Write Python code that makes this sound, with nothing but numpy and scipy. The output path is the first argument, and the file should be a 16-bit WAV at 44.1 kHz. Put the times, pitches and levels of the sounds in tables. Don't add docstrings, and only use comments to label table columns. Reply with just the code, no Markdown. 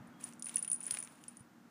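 import sys
import numpy as np
from scipy import signal
from scipy.io import wavfile
from scipy.ndimage import uniform_filter1d

SR = 44100
rng = np.random.default_rng(int(sys.argv[2]) if len(sys.argv) > 2 else 0)


def dump_mix(stems):
    frames = np.atleast_2d(stems).T
    limited = np.clip(frames, -1, 1)
    pcm = np.round(limited * 32767).astype(np.int16)
    wavfile.write(sys.argv[1], SR, pcm)


N = 74970

# t/s, level/dB
ROLL_LEVEL = [(.17, -104), (.205, -68), (.28, -62), (.36, -80.5), (.44, -88), (.48, -63), (.53, -68.5),
              (.575, -62), (.615, -69), (.65, -67), (.77, -76.5), (.84, -67.5), (.94, -58.5), (1.02, -67.5),
              (1.12, -72), (1.4, -79), (1.48, -97)]
# f/Hz, level/dB
METAL_TICK = [(1000, -34.5), (4200, -18), (5300, -7), (7200, 0.5), (9200, 6.5), (10700, -14.5),
              (15000, -22)]
# f/Hz, level/dB
PLASTIC_CRACK = [(900, -17.5), (4100, -13), (5600, -4.5), (7500, -2.5), (8800, -0.5), (15000, -24.5)]


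def amp(db):
    return 10 ** (np.asarray(db) / 20)


def unit(x):
    return x / np.sqrt(np.mean(x ** 2) + 1e-20)


def unit_peak(x):
    power = uniform_filter1d(x ** 2, size=44, mode="constant")
    return x / np.sqrt(power.max() + 1e-20)


def fade(t, t60):
    return np.exp(-np.log(1000) * t / t60)


def level(points):
    return amp(np.interp(np.arange(N) / SR, *np.transpose(points)))


def add(mix, s, sound):
    part = mix[max(round(s * SR), 0):][:len(sound)]
    part += sound[:len(part)]


def colour(x, points, size=4096):
    hz, db = np.transpose(points)
    log_f = np.log(abs(np.fft.fftfreq(size, 1 / SR)) + 1)
    log_gain = np.log(amp(np.interp(log_f, np.log(hz), db)))
    spectrum = np.exp(np.conj(signal.hilbert(log_gain)))
    taps = np.fft.ifft(spectrum).real[:size // 2]
    return signal.fftconvolve(x, taps)[:len(x)]


def noise(points):
    return unit(colour(rng.standard_normal(N), points))


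def clicks(per_s, spread_db):
    size = amp(spread_db * np.minimum(rng.exponential(1, N), 3))
    sign = rng.choice([-1, 1], N)
    return size * sign * (rng.random(N) < per_s / SR)


def wander(per_s):
    t = np.arange(N) / SR
    knots = np.arange(0, t[-1] + 1, 1 / per_s)
    return np.interp(t, knots, rng.standard_normal(len(knots)))


def bell():
    # t/s, ring level/dB, upper tone relative to lower/dB, contact tick level/dB
    strikes = [(0.0723, -65.5, -20, -66), (0.211, -52, -12, -55), (0.2398, -35, -30, -40.5),
               (0.2882, -51.5, -21, -52.5), (0.335, -60, -24, -51), (0.3956, -49.5, -12, -48.5),
               (0.4241, -40, -23, -37.5), (0.4438, -38.5, -13.5, -47), (0.4579, -38, -15, -41.5),
               (0.468, -36.5, -26, -54), (0.4864, -42, -3, -45.5), (0.494, -41.5, -19, -44),
               (0.5418, -45, -11, -46), (0.558, -22, 6.5, -36), (0.569, -55, -15.5, -49.5),
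               (0.5807, -39, 7, -43.5), (0.5835, -44, -6.5, -41.5), (0.5899, -32.5, -16.5, -43.5),
               (0.6262, -30.5, -10, -38.5), (0.6471, -38.5, -18.5, -43.5), (0.6772, -33, -29, -56),
               (0.6996, -31.5, -9, -51), (0.716, -24.5, 8, -41.5), (0.7253, -35, -13, -57),
               (0.73, -26, -13, -35), (0.7425, -31.5, -25, -46.5), (0.761, -49, -14, -48),
               (0.8049, -38.5, -20, -48), (0.8288, -43, 6, -49), (0.8351, -38.5, -7, -48),
               (0.8416, -42, -3, -43), (0.856, -50, -12, -42), (0.8653, -33, 12, -47),
               (0.8766, -42.5, 7, -52), (0.9089, -28, -26, -41), (0.921, -35.5, -1, -41),
               (0.939, -33, -35, -50), (0.948, -38, 16, -66), (0.9745, -45, -4.5, -48),
               (0.987, -34.5, -32, -41), (1.0018, -37, 11, -46.5), (1.0257, -39.5, 4, -49),
               (1.0371, -47.5, 1, -44), (1.0477, -45, -3, -49), (1.2396, -63, -22.5, -50),
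               (1.2815, -40, -36, -47), (1.37, -48.5, -19, -49.5), (1.395, -57.5, -17, -58),
               (1.4055, -56.5, -14, -68)]
    chatters_per_s, chatter_spread_db, chatter_db = 260, 3, 1.5
    out = np.zeros(N)
    for s, ring_db, upper_db, tick_db in strikes:
        add(out, s, amp(ring_db) * ring(upper_db))
        add(out, s, amp(tick_db) * contact(METAL_TICK))
    hits = clicks(chatters_per_s, chatter_spread_db)
    chatter = signal.fftconvolve(hits, ring(upper_db=-2.5))[:N]
    return out + amp(chatter_db) * level(ROLL_LEVEL) * unit(chatter)


def ring(upper_db):
    low_hz, low_t60_s = 9626, 0.033
    high_hz, high_t60_s = 9744, 0.031
    detune_hz = 12
    linger_db, linger_t60_s = -27, .16
    side_hz, side_db, side_t60_s = 8950, -22, .024
    side_spread = .04
    rise_s = 0.00073
    t = np.arange(SR // 5) / SR
    low_hz, high_hz = np.array([low_hz, high_hz]) + detune_hz * rng.standard_normal(2)
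    linger = amp(linger_db) * fade(t, linger_t60_s)
    low = np.sin(2 * np.pi * low_hz * t) * (fade(t, low_t60_s) + linger)
    high = -np.cos(2 * np.pi * high_hz * t) * (fade(t, high_t60_s) + linger)
    side_hz *= 1 + side_spread * rng.standard_normal()
    side = amp(side_db) * fade(t, side_t60_s) * np.sin(2 * np.pi * side_hz * t)
    rise = 1 - np.exp(-(t / rise_s) ** 2)
    return unit_peak((low + amp(upper_db) * high + side) * rise)


def contact(spectrum):
    tick_t60_s = .003
    scatter_db, scatter_t60_s = -15.5, 0.018
    t = np.arange(SR // 20) / SR
    strength = fade(t, tick_t60_s) + amp(scatter_db) * fade(t, scatter_t60_s)
    burst = rng.standard_normal(len(t)) * strength
    return unit_peak(colour(burst, spectrum))


def shell():
    # t/s, hollow body level/dB, body pitch f/Hz, bright crack level/dB
    knocks = [(0.2365, -66, 2500, -50), (0.3257, -59.5, 2810, -54.5), (0.4241, -45.5, 5250, -49),
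              (0.467, -49.5, 2600, -51.5), (0.494, -45.5, 3220, -50.5), (0.5447, -50.5, 3700, -48),
              (0.5694, -43.5, 2780, -35), (0.647, -48, 2590, -46), (0.678, -51.5, 2800, -62),
              (0.7149, -52, 2800, -43), (0.8128, -55, 2530, -55), (0.8816, -50, 1670, -50),
              (0.909, -44.5, 3390, -31), (0.923, -51, 2060, -39), (0.9419, -47, 1574, -62),
              (0.9475, -43, 2690, -44), (0.9714, -38.5, 2420, -39.5), (1.027, -50, 2280, -47),
              (1.0743, -51, 2530, -52), (1.239, -54.5, 2760, -56)]
    # ratio to the knock's pitch, level/dB, time to fade by 60 dB/s
    shell_tones = [(.66, -8, 0.0049), (1, -2.5, 0.0072), (1.2, -4, 0.0042), (1.6, -7, 0.0033)]
    scrape_db, scrape_t60_s = -26.5, 0.031
    out = np.zeros(N)
    t = np.arange(SR // 20) / SR
    for s, body_db, hz, crack_db in knocks:
        tones = np.zeros(len(t))
        for k, (ratio, db, t60) in enumerate(shell_tones):
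            sign = (-1) ** k
            tones += sign * amp(db) * fade(t, t60) * np.sin(2 * np.pi * hz * ratio * t)
        scrape = amp(scrape_db) * fade(t, scrape_t60_s) * rng.standard_normal(len(t))
        push = (t == 0) + scrape
        body = signal.fftconvolve(push, tones)[:len(t)]
        add(out, s, amp(body_db) * unit_peak(body) + amp(crack_db) * contact(PLASTIC_CRACK))
    return out


def grit(rolling, count=3):
    grit_per_s, grit_spread_db, grit_db = 380, 3.5, -2
    ticks = np.zeros(N)
    for spectrum in [METAL_TICK, PLASTIC_CRACK] * count:
        hits = clicks(grit_per_s / (2 * count), grit_spread_db)
        ticks += signal.fftconvolve(hits, contact(spectrum))[:N]
    return amp(grit_db) * rolling * unit(ticks)


def fabric(rolling):
    # f/Hz, level/dB
    rustle_colour = [(80, -17), (700, 3), (1500, 2), (2700, 3), (4300, -5), (8500, -3.5), (11500, -15),
                     (15500, -5.5)]
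    rustle_db, crackle_db = 3, 0
    crackles_per_s, crackle_spread_db = 1500, 4.5
    crackle = unit(colour(clicks(crackles_per_s, crackle_spread_db), rustle_colour))
    return rolling * (amp(rustle_db) * noise(rustle_colour) + amp(crackle_db) * crackle)


def paws(swell_s=0.0051):
    # t/s, level/dB, pitch f/Hz
    thuds = [(.004, -50, 131), (0.081, -62.5, 104), (0.923, -56.5, 111), (1.405, -52, 119)]
    out = np.zeros(N)
    t = np.arange(SR // 10) / SR
    for s, db, hz in thuds:
        thud = t * np.exp(-t / swell_s) * np.sin(2 * np.pi * hz * t)
        add(out, s, amp(db) * unit_peak(thud))
    return out


def whine():
    start_s, length_s = .11, .14
    first_hz, last_hz, peak_db = 3250, 3330, -74
    out = np.zeros(N)
    u = np.linspace(0, 1, round(length_s * SR))
    hz = first_hz + (last_hz - first_hz) * u
    tone = np.sin(2 * np.pi * np.cumsum(hz) / SR)
    add(out, start_s, amp(peak_db) * np.sin(np.pi * u) * tone)
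    return out


def room(x):
    tail_db, tail_t60_s, tail_rise_s = -19, .2, 0.023
    t = np.arange(SR // 3) / SR
    tail = rng.standard_normal(len(t)) * fade(t, tail_t60_s) * np.minimum(t / tail_rise_s, 1)
    return x + amp(tail_db) * signal.fftconvolve(x, tail / np.linalg.norm(tail))[:N]


def background():
    # f/Hz, level/dB
    rumble_colour = [(25, -59), (75, -24.5), (110, -10.5), (160, -4.5), (200, 0), (250, -4), (310, -2),
                     (400, -19.5), (600, -26.5), (1500, -47)]
    # t/s, level/dB
    rumble_level = [(0, -59.5), (.33, -60), (.5, -63), (1.7, -64.5)]
    # f/Hz, level/dB
    wash_colour = [(60, -13), (400, 4), (900, 6.5), (1400, 5.5), (2200, -4), (4000, -16.5), (15500, -40.5)]
    # t/s, level/dB
    wash_level = [(0, -62), (.4, -65.5), (1.1, -65), (1.4, -68.5), (1.7, -67.5)]
    # f/Hz, level/dB
    hiss_colour = [(7000, 1.5), (10000, -4.5)]
    hiss_db = -75
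    hum_hz, hum_db = 237.2, -2
    hum_waver = .3
    t = np.arange(N) / SR
    strength = 1 + hum_waver * wander(per_s=14)
    hum = unit(strength * np.sin(2 * np.pi * hum_hz * t))
    low = level(rumble_level) * (noise(rumble_colour) + amp(hum_db) * hum)
    wash = level(wash_level) * noise(wash_colour)
    return low + wash + amp(hiss_db) * noise(hiss_colour)


def scene():
    clump_db, clumps_per_s = 2.5, 90
    jerks = unit(amp(clump_db * wander(clumps_per_s)))
    rolling = level(ROLL_LEVEL) * jerks
    toy = bell() + shell() + grit(rolling) + fabric(rolling)
    return (room(toy) + paws() + whine() + background())[None]


def record(dry):
    edge_hz = 15450
    taps = signal.firwin(511, edge_hz, window=("kaiser", 8), fs=SR)
    return signal.oaconvolve(dry, taps[None], "same")


dry = scene()
out = record(dry)
dump_mix(out)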